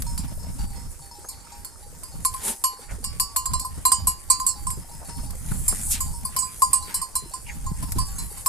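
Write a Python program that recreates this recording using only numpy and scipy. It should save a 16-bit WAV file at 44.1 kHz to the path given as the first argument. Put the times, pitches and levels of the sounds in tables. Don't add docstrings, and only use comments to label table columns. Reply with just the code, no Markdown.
import sys
import numpy as np
from scipy import signal
from scipy.fft import rfft, irfft, next_fast_len
from scipy.io import wavfile
from scipy.ndimage import map_coordinates

SR = 44100
rng = np.random.default_rng(int(sys.argv[2]) if len(sys.argv) > 2 else 0)


def log_audio(samples):
    frames = np.atleast_2d(samples).T
    limited = np.clip(frames, -1, 1)
    pcm = np.round(limited * 32767).astype(np.int16)
    wavfile.write(sys.argv[1], SR, pcm)


N = 373968

# freq_hz, level_db
WIND_SPECTRUM = [(11, -9), (18, 4), (76, 0.5), (160, -14.5), (210, -63), (350, -120)]
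TRAMPLE_SPECTRUM = [(50, -56), (100, -5), (170, -1.5), (260, -10), (400, -33), (900, -25.5), (2000, -37.5)]
BROOK_SPECTRUM = [(100, 3), (250, 7), (500, 5.5), (900, -0.5), (1500, -1.5), (3000, -15), (5000, -3),
                  (9000, 0.5), (14000, -56)]
RUSTLE_SPECTRUM = [(800, -19), (3000, -35), (4800, -17), (6000, -13), (7400, -3), (8500, 0.5), (10300, 1),
                   (11500, -6), (13800, -10)]
SHUFFLE_SPECTRUM = [(200, -2), (700, -12.5), (1900, -2), (3300, -9.5), (6000, -15)]
GRIT_SPECTRUM = [(200, 1), (600, 6), (1700, 1), (3000, -14.5), (9000, 4), (14000, -20)]
CLICK_SPECTRUM = [(400, -11.5), (1500, 4.5), (2300, 0), (3300, -4.5), (4600, 5.5), (6000, 2), (9500, 11),
                  (13800, 6.5)]
# time_s, level_db
WIND_ENVELOPE = [(0.0, -26), (0.88, -34.5), (1.04, -46.5), (2.08, -43), (2.16, -37.5), (2.8, -50),
                 (2.9, -35.5), (3.2, -31.5), (3.28, -42), (3.52, -34), (3.84, -33.5), (3.92, -48),
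                 (4.03, -28.5), (4.16, -43.5), (4.5, -39.5), (4.7, -30.5), (5.04, -45), (5.12, -32),
                 (5.36, -33), (5.56, -24.5), (6.96, -43.5), (7.44, -42), (7.52, -34.5), (8.0, -26.5),
                 (8.48, -40)]
RUSTLE_ENVELOPE = [(0.0, -40.5), (0.23, -45.5), (1.89, -50), (2.36, -40.5), (2.48, -33), (2.69, -46),
                   (3.12, -47.5), (5.34, -43), (5.6, -32.5), (5.88, -27), (6.02, -37), (6.21, -43),
                   (6.61, -38), (7.04, -45.5), (7.63, -45), (8.05, -39.5)]
# start_s, level_db
BIRD_CALLS = [(1.233, -44), (7.469, -46.5), (8.142, -41.5)]
DRY_CLICKS = [(0.021, -16), (5.3064, -24), (7.9203, -13)]
FAR_BLOWS = [(0.066, -39.5), (0.43, -48), (0.759, -47.5), (1.112, -45), (1.519, -48), (4.913, -51),
             (5.094, -45), (6.138, -45.5)]
# freq_hz, level_db, t60_s
FAR_MODES = [(938, 7.5, 0.47), (4290, -6, 0.19), (4600, -4, 0.22), (5250, 4, 0.57), (6680, -1, 0.21),
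             (8200, 0.5, 0.18), (8600, 3.5, .2)]
# cavity_hz, level_db
FLOCK_SIZES = [(796, -54), (823, -50), (902, -54), (932, -52)]
# peak_s, width_s, level_db, start_hz, end_hz, width_oct
BRUSHES = [(2.464, 0.019, -24, 8900, 9300, 0.29), (2.506, 0.015, -25.5, 9100, 9100, 0.29),
           (2.486, 0.038, -30.5, 1700, 1490, 5.5), (2.906, 0.013, -42, 1640, 1700, 0.48),
           (5.926, 0.022, -21.5, 9500, 8100, 0.45), (5.945, 0.025, -30.5, 4900, 2730, 0.95),
           (5.025, 0.015, -48, 700, 700, 0.6), (7.495, 0.019, -37, 2540, 1980, 0.22)]
# peak_s, width_s, level_db
DRAG = (2.487, .036, -36.5)
# centre_hz, width_hz, level_db
DRAG_MODES = [(228, 46, -9), (394, 42, -10), (578, 88, -17), (890, 160, -15)]
# start_s, thud_db, grit_db
HOOF_FALLS = [(0.5, -33, -51), (2.91, -34, -41), (3.775, -24, -44.5), (4.772, -22, -53), (5.085, -26, -43),
              (7.957, -16.5, -49)]
# start_s, push_db, knock_db
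STAMPS = [(1.245, -55, -32.5), (5.33, -50, -38), (5.515, -19.5, -28), (5.725, -39, -28),
          (7.716, -19.5, -48)]
# freq_hz, level_in_family_db, left_right_db
NEAR_MODES = [(2842, 0, -1), (3025, 0, 0), (4094, -3, -4), (4352, -2, -7), (4618, -1, -7), (4826, -1, -7),
              (5297, -2, 1), (5372, -2, -2), (6000, -9, 0), (6110, -9, 0), (6331, -8, -2), (6815, -6, -6),
              (7400, -3, -10), (7604, -3, -12), (7950, -4, -12), (8512, 0, -11), (8590, -1, -9),
              (8700, -6, -8), (9625, -5, 2), (9855, 0, 9), (10030, -8, 5), (10514, -8, 7), (11315, -6, 6),
              (11709, -8, 6), (12000, -8, 7), (12269, -8, 5), (13400, -17, 3)]
FAMILY_EDGES_HZ = [3500, 6500, 9200]
COUPLED_MODES = {4826: 3025, 5372: 3025}
# freq_hz, level_db
CLANG_SPECTRUM = [(1500, -23), (2400, 6.5), (3400, -58), (4600, 18.5), (6000, 2.5), (8000, 23),
                  (11000, -15), (13700, -17)]
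# start_s, ring_db, shimmer_db, wall_db, waist_db, cavity_db, click_db,
# favoured_ring_hz, favoured_wall_hz, second_wall_hz
NEAR_BLOWS = [(0.178, -28, -27, -34.5, -67, -50, -22.5, 7604, 4618, 4826),
              (1.287, -29.5, -27, -36, -77, -51, -40, 8590, 4618, 5180),
              (1.6484, -29.5, -31, -41, -67, -50, -26, 7604, 4352, 4826),
              (2.0346, -30.5, -34, -39.5, -89, -49.5, -28, 8590, 4826, 4618),
              (2.25, -14.5, -10.5, -27.5, -47, -23.5, -14.5, 7604, 5297, 4618),
              (2.341, -32, -28, -42, -68, -33, -26, 8512, 4618, 4826),
              (2.6402, -12.5, -12.5, -23.5, -36, -19, -13, 8590, 5297, 4618),
              (3.042, -23, -20, -27.5, -43, -41, -21.5, 8512, 4618, 5330),
              (3.1989, -16, -12, -20.5, -40, -27.5, -17, 7400, 4618, 4826),
              (3.3624, -16, -12, -27.5, -38.5, -21.5, -14.5, 7604, 4352, 4094),
              (3.457, -20, -22.5, -32.5, -67, -30, -20.5, 7400, 4826, 4352),
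              (3.5352, -15, -27, -26.5, -40.5, -21.5, -20.5, 7604, 4094, 4826),
              (3.5964, -20.5, -22.5, -31.5, -56, -37.5, -28, 7604, 4352, 5300),
              (3.648, -28, -27, -38, -63, -29.5, -39, 8512, 4826, 5340),
              (3.8528, -10, -9, -22, -39, -16, -14, 7604, 4352, 4094),
              (3.919, -6, -13, -20.5, -35, -20, -12.5, 8512, 4826, 5280),
              (4.0713, -9.5, -7, -28.5, -41, -25.5, -23, 7950, 4618, 4826),
              (4.3007, -5, -10.5, -17.5, -51, -19, -19, 7950, 5372, 4352),
              (4.3998, -22, -26, -33, -57, -24, -27, 7604, 4826, 4094),
              (4.465, -6.5, -13.5, -29, -49, -33.5, -24, 7950, 5297, 4094),
              (4.4881, -17.5, -23, -26.5, -57, -40, -38, 7950, 4352, 5350),
              (4.6695, -20, -26.5, -37, -64, -25.5, -26, 8512, 5372, 4860),
              (4.7046, -19.5, -26, -43, -55, -32, -24, 8512, 4094, 4850),
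              (5.6804, -10.5, -11, -29, -54, -39.5, -26, 7400, 5372, 5250),
              (6.0052, -17.5, -21, -33.5, -52, -33, -24, 7950, 4826, 5370),
              (6.2503, -25, -19, -34, -67, -34.5, -41, 8512, 4826, 4400),
              (6.3646, -19.5, -15, -27, -39, -25, -17.5, 7950, 5372, 4826),
              (6.388, -10.5, -22, -34, -47, -32, -41, 8512, 5297, 4826),
              (6.4218, -21, -31, -31, -56, -28, -41, 7950, 4826, 5200),
              (6.6205, -10, -15, -25.5, -49, -11, -16, 8512, 4826, 5460),
              (6.7315, -7.5, -11.5, -27, -40.5, -22, -23, 8512, 4618, 4352),
              (6.825, -33, -33, -34, -57, -37.5, -49, 7950, 4618, 4040),
              (6.943, -16, -12, -27, -43.5, -36, -26, 7950, 5372, 4826),
              (7.016, -20.5, -24, -31, -62, -27, -35, 8512, 4826, 5297),
              (7.1543, -10.5, -17.5, -28.5, -48, -31, -20, 8512, 5297, 4094),
              (7.3369, -25.5, -30, -37, -55, -32, -33, 8512, 4618, 4826),
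              (7.664, -31.5, -35, -45, -77, -34.5, -51, 6815, 4618, 4826),
              (7.825, -40, -29.5, -39.5, -69, -38.5, -52, 7604, 5297, 4618),
              (7.9852, -19, -21, -24.5, -46.5, -26.5, -21, 8590, 4618, 4826),
              (8.185, -25.5, -24.5, -32.5, -57, -45, -33, 7950, 4094, 5260),
              (8.372, -31, -34.5, -47, -70.5, -49, -37, 8512, 4618, 5240),
              (8.4616, -12.5, -10, -28.5, -58, -23.5, -14, 7604, 5297, 4800)]


def amp(db):
    return 10 ** (np.asarray(db) / 20)


def unit(x):
    return x / np.sqrt(np.mean(x ** 2) + 1e-20)


def curve(rows):
    return np.interp(np.arange(N) / SR, *np.transpose(rows))


def wobble(rate_hz):
    knots = rng.standard_normal(int(N * rate_hz / SR) + 4)
    return map_coordinates(knots, [np.arange(N) * rate_hz / SR])


def pan(left_right_db):
    return unit(amp([[left_right_db / 2], [-left_right_db / 2]]))


def noise(spectrum, correlation, size=N):
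    hz, db = np.transpose(spectrum)
    m = next_fast_len(size)
    gain = amp(np.interp(np.log(np.fft.rfftfreq(m, 1 / SR) + 1), np.log(hz), db))
    mid, side = irfft(rfft(rng.standard_normal((2, m))) * gain, m)[:, :size]
    turn = np.arccos(np.clip(correlation, -1, 1)) / 2
    return unit(np.cos(turn) * mid + np.sin(turn) * np.array([side, -side]))


def add(track, start_s, sound):
    start = min(max(round(start_s * SR), 0), N)
    track[:, start:start + sound.shape[-1]] += sound[..., :N - start]


def fade(t, t60_s, attack_s):
    return 10 ** (-3 * t / t60_s) * (1 - np.exp(-t / attack_s))


def stroke(t, width_s):
    return np.exp(-.5 * np.abs(t / width_s) ** 2.17)


def patchy(x, depth_db, width_hz, span_s):
    hz, t, spectra = signal.stft(x, SR, nperseg=1024)
    across, along = np.meshgrid(hz / width_hz, t / span_s, indexing="ij")
    knots = rng.standard_normal((int(across.max()) + 2, int(along.max()) + 2))
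    field = map_coordinates(knots, [across, along], order=1)
    return unit(signal.istft(spectra * amp(depth_db * unit(field)), nperseg=1024)[1][:, :N])


def catches():
    return unit(amp(np.tanh(wobble(700)) + 2 * wobble(70)))


def brook(level_db=-53, ripple_db=1.5):
    return amp(level_db) * unit(amp(ripple_db * wobble(30)) * noise(BROOK_SPECTRUM, 0.31))


def wind_and_trampling(gust_db=3, lump_db=5.5, patter_db=-11, patter_db_per_db=1.2):
    wind_db = curve(WIND_ENVELOPE)
    gusts = amp(gust_db * wobble(16))
    buffet = amp(wind_db) * pan(-2.5) * unit(gusts * noise(WIND_SPECTRUM, 0))
    patter = unit(gusts * amp(lump_db * wobble(45)) * noise(TRAMPLE_SPECTRUM, 0))
    follow_db = wind_db.mean() + patter_db_per_db * (wind_db - wind_db.mean())
    return buffet + amp(follow_db + patter_db) * patter


def rustle(fizz_db=-1, grain_db=2, shuffle_db=-10, shuffle_db_per_db=0.53):
    level_db = curve(RUSTLE_ENVELOPE)
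    grains = amp(grain_db * wobble(400))
    flicker = amp(1.2 * wobble(25))
    stalks = patchy(noise(RUSTLE_SPECTRUM, 0.7), depth_db=2.4, width_hz=170, span_s=.07)
    stalks = patchy(stalks, depth_db=1.6, width_hz=1800, span_s=.04)
    fizz = amp(level_db + fizz_db) * unit(grains * flicker * stalks)
    scuffs = amp(5.1 * wobble(18))
    feet = patchy(noise(SHUFFLE_SPECTRUM, 0.11), depth_db=3, width_hz=200, span_s=.06)
    follow_db = level_db.mean() + shuffle_db_per_db * (level_db - level_db.mean())
    return fizz + amp(follow_db + shuffle_db) * unit(grains * scuffs * feet)


def pebbles(level_db=-47, spread_db=17, centre_hz=1150, spread_oct=1.098, t60_cycles=16, count=420):
    out, t = np.zeros((2, N)), np.arange(SR // 25) / SR
    for when, (pitch, size, side) in zip(rng.random(count), rng.standard_normal((count, 3))):
        hz = np.clip(centre_hz * 2 ** (spread_oct * pitch), 250, 12000)
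        knock = fade(t, t60_cycles / hz, 0.00091) * np.sin(2 * np.pi * hz * t)
        add(out, when * N / SR, amp(level_db + spread_db * np.tanh(size / 2)) * pan(3 * side) * knock)
    return out


def bird(start_hz=6300, end_hz=7600, length_s=0.1, waver=0.0088):
    out, progress = np.zeros((2, N)), np.linspace(0, 1, int(length_s * SR))
    for start_s, db in BIRD_CALLS:
        hz = (start_hz + (end_hz - start_hz) * progress ** 2) * (1 + waver * wobble(267)[:len(progress)])
        add(out, start_s, amp(db) * np.sin(np.pi * progress) * np.sin(2 * np.pi * np.cumsum(hz) / SR))
    return out


def far_clink(pitch_ratio, scatter_db=6):
    t = np.arange(SR // 2) / SR
    hz, db, t60_s = np.transpose(FAR_MODES)
    share = amp(db + np.where(hz > 2 * hz[0], scatter_db, 2) * rng.uniform(-1, 1, len(hz)))
    decays = fade(t, t60_s[:, None] * amp(2 * rng.standard_normal()), 0.00035)
    return share @ (decays * np.sin(2 * np.pi * pitch_ratio * hz[:, None] * t))


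def far_bells(single_db=-4, flock_db=-6, blows_each=28):
    out = np.zeros((2, N))
    for start_s, db in FAR_BLOWS:
        add(out, start_s, amp(db + single_db) * pan(rng.normal(0, 6)) * far_clink(1))
    for cavity_hz, db in FLOCK_SIZES:
        for slot, (offset, force) in enumerate(rng.random((blows_each, 2))):
            clink = pan(rng.normal(0, 4)) * far_clink(cavity_hz / FAR_MODES[0][0])
            add(out, (slot + offset) * N / SR / blows_each, amp(db + flock_db) * (.5 + force) * clink)
    return out


def hoof_falls(thud_gain_db=-4, grit_gain_db=3):
    out, t = np.zeros((2, N)), np.arange(SR // 4) / SR
    for start_s, thud_db, grit_db in HOOF_FALLS:
        earth = noise([(40, -3.5), (110, 3.5), (250, -7.5), (500, -18.5), (1500, -86)], 0.33, len(t))
        grit = noise(GRIT_SPECTRUM, 0.45, len(t)) * catches()[:len(t)]
        add(out, start_s, amp(thud_db + thud_gain_db) * fade(t, 0.11, 0.0028) * earth)
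        add(out, start_s, amp(grit_db + grit_gain_db) * fade(t, 0.26, 0.00034) * grit)
    return out


def dry_clicks(gain_db=-6, t60_s=0.039):
    out, t = np.zeros((2, N)), np.arange(SR // 4) / SR
    for start_s, db in DRY_CLICKS:
        burst = fade(t, t60_s, 0.000077) * noise(CLICK_SPECTRUM, 0.14, len(t))
        add(out, start_s, amp(db + gain_db) * burst)
    return out


def stamps(push_hz=150, t60_s=0.043):
    out, t = np.zeros((2, N)), np.arange(SR // 8) / SR
    for start_s, push_db, knock_db in STAMPS:
        push = 2 * amp(push_db) * np.sin(2 * np.pi * push_hz * t)
        knock = amp(knock_db) * noise([(250, -8), (600, 0), (1500, -3), (2600, -25)], .8, len(t))
        add(out, start_s, fade(t, t60_s, 0.0017) * (push + knock))
    return out


def brushes():
    out, size = np.zeros((2, N)), SR // 2
    half_s = size / SR / 2
    for peak_s, width_s, db, start_hz, end_hz, width_oct in BRUSHES:
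        hz, t, spectra = signal.stft(noise([(100, 0), (10000, 0)], .6, size), SR, nperseg=256)
        centre_oct = np.interp(t - half_s, [-width_s, width_s], np.log2([start_hz, end_hz]))
        band = np.exp(-.5 * ((np.log2(hz + 1)[:, None] - centre_oct) / width_oct) ** 2)
        band /= np.linalg.norm(band, axis=0)
        rub = unit(signal.istft(spectra * band, nperseg=256)[1][:, :size])
        add(out, peak_s - half_s, amp(db) * stroke(np.arange(size) / SR - half_s, width_s) * rub)
    return out * catches()


def drag():
    peak_s, width_s, level_db = DRAG
    hz = np.fft.rfftfreq(N, 1 / SR)
    body = sum(amp(db) / (1 + 2j * (hz - centre_hz) / width_hz) ** 2
               for centre_hz, width_hz, db in DRAG_MODES)
    drone = irfft(rfft(rng.standard_normal(N)) * body, N)
    return amp(level_db) * stroke(np.arange(N) / SR - peak_s, width_s) * unit(drone)


def clapper_click(gain_db=3, t60_s=0.0066, gap_s=0.0052, skip_loss_db=3, count=2):
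    t = np.arange(SR // 20) / SR
    skips_s = np.cumsum(np.append(0, gap_s * rng.uniform(0.47, 1.3, count - 1)))
    contacts = sum(amp(-skip_loss_db * k) * fade(np.maximum(t - start_s, 0), t60_s, 2 / SR)
                   for k, start_s in enumerate(skips_s))
    return amp(gain_db) * contacts * noise(CLICK_SPECTRUM, 0.13, len(t))


def clapper_chatter(hz, size, kick=0.56, gap_s=0.0037, ease=0.92, tilt=0.27, count=14):
    touches = np.cumsum(gap_s * rng.uniform(.3, 1.7, count) * SR)
    jolts = rng.standard_normal((len(hz), count)) + 1j * rng.standard_normal((len(hz), count))
    jolts *= kick * (hz[:, None] / hz.mean()) ** tilt * ease ** np.arange(count) / np.sqrt(2)
    state = np.cumsum(np.hstack([np.ones((len(hz), 1)), jolts]), axis=1)
    state /= np.sqrt(np.mean(np.abs(state) ** 2, axis=1, keepdims=True))
    state /= np.sqrt(np.mean(np.abs(state) ** 2, axis=0))
    return state[:, np.searchsorted(touches, np.arange(size))]


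def sheet_clang(t60_s=0.13, count=48):
    t = np.arange(SR // 7) / SR
    tone_hz, tone_db = np.transpose(CLANG_SPECTRUM)
    hz = np.geomspace(tone_hz[0], tone_hz[-1], count) * np.exp(rng.normal(0, 0.0233, count))
    scatter = rng.standard_normal(count) + 0.74 * rng.standard_normal((2, count))
    share = amp(np.interp(hz, tone_hz, tone_db)) * np.sqrt(hz) * scatter
    modes = np.sin(2 * np.pi * hz[:, None] * t)
    return 2 * share / np.linalg.norm(share) @ modes * fade(t, t60_s, 0.019)


def cavity_tone(pitch_hz=1032, t60_s=0.32, sharp=0.022, settle_s=0.017, burst=1.94, attack_s=0.005):
    t = np.arange(SR // 2) / SR
    fresh = np.exp(-t / (settle_s * amp(2 * rng.standard_normal())))
    hz = pitch_hz * (1 + sharp * rng.uniform(-.3, 2) * fresh)
    flutter = 1 + .35 * np.sqrt(fresh) * (wobble(150) + 1j * wobble(150))[:len(t)]
    envelope = (1 + burst * fresh) * fade(t, t60_s * amp(rng.uniform(-4.5, 0)), attack_s)
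    return flutter * envelope * np.exp(2j * np.pi * np.cumsum(hz) / SR)


def lip_tone(gap_s, pitch_hz=1132, t60_s=0.75):
    t = np.arange(SR // 2) / SR
    choke = np.clip(1 - (t - gap_s) / .01, 0, 1)
    return choke * fade(t, t60_s, .002) * np.sin(2 * np.pi * pitch_hz * t)


def near_bell(favour_db=9, second_db=6, scatter_db=3.5, wall_t60_s=.24, detune=0.00096, lead_s=.0006):
    out, t = np.zeros((2, N)), np.arange(SR // 2) / SR
    hz, mode_db, side_db = np.transpose(NEAR_MODES)
    family = np.digitize(hz, FAMILY_EDGES_HZ)
    t60_s = wall_t60_s * np.minimum(hz[4] / hz, 1)
    ears = np.hstack([pan(db) for db in side_db])
    gaps_s = np.diff([blow[0] for blow in NEAR_BLOWS], append=N / SR)
    for blow, gap_s in zip(NEAR_BLOWS, gaps_s):
        start_s, ring_db, shimmer_db, wall_db, waist_db, cavity_db, click_db, *favoured_hz = blow
        ring_hz, wall_hz, second_hz = (hz[np.abs(hz - f).argmin()] for f in favoured_hz)
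        favoured = np.isin(hz, [ring_hz, wall_hz, COUPLED_MODES.get(wall_hz, hz[0])])
        boost_db = favour_db * favoured + second_db * (hz == second_hz)
        share = amp(mode_db + boost_db + scatter_db * rng.standard_normal(len(hz)))
        share /= np.sqrt(np.bincount(family, share ** 2))[family]
        force = amp([waist_db - 3, wall_db - 1, ring_db - 1.5, shimmer_db - 1.5])[family]
        damped_t60_s = t60_s * amp(2 * rng.standard_normal(len(hz)))
        decays = fade(t, damped_t60_s[:, None], 0.001) * clapper_chatter(hz, len(t))
        phase = rng.uniform(0, 2 * np.pi, len(hz)) + rng.standard_normal((2, len(hz)))
        modes = decays * np.exp(2j * np.pi * hz[:, None] * rng.normal(1, detune) * t)
        metal = (ears * share * force * np.exp(1j * phase)) @ modes
        facing = pan(rng.normal(.5, 2))
        ear_phase = rng.choice([-1, 1]) * rng.uniform(.4, .8) * np.array([[1], [-1]])
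        air = amp(cavity_db) * facing * np.exp(1j * ear_phase) * cavity_tone()
        lip = amp(wall_db - 22 + rng.uniform(-6, 6)) * lip_tone(gap_s)
        click = amp(click_db) * clapper_click()
        clang = amp((wall_db + shimmer_db) / 2 - 1) * sheet_clang()
        for part in ((metal + air).imag, lip, click, clang):
            add(out, start_s - lead_s, part)
    return out


def slope_echo(x, level_db=-21, t60_s=0.083):
    t = np.arange(SR // 2) / SR
    tail = rng.standard_normal((2, len(t))) * fade(t, t60_s, 0.0093)
    return amp(level_db) * signal.fftconvolve(x, tail / np.linalg.norm(tail[0]), axes=1)[:, :N]


def scene():
    direct = near_bell() + far_bells() + hoof_falls() + dry_clicks() + stamps() + pebbles() + bird()
    return direct + slope_echo(direct) + brushes() + drag() + wind_and_trampling() + brook() + rustle()


def record(dry, ceiling=.85, top_hz=14250):
    rounded = dry / (1 + np.abs(dry / ceiling) ** 6) ** (1 / 6)
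    m = next_fast_len(N + SR // 2)
    hz = np.fft.rfftfreq(m, 1 / SR)
    return irfft(rfft(rounded, m) / np.sqrt(1 + (hz / top_hz) ** 200), m)[:, :N]


dry = scene()
out = record(dry)
log_audio(out)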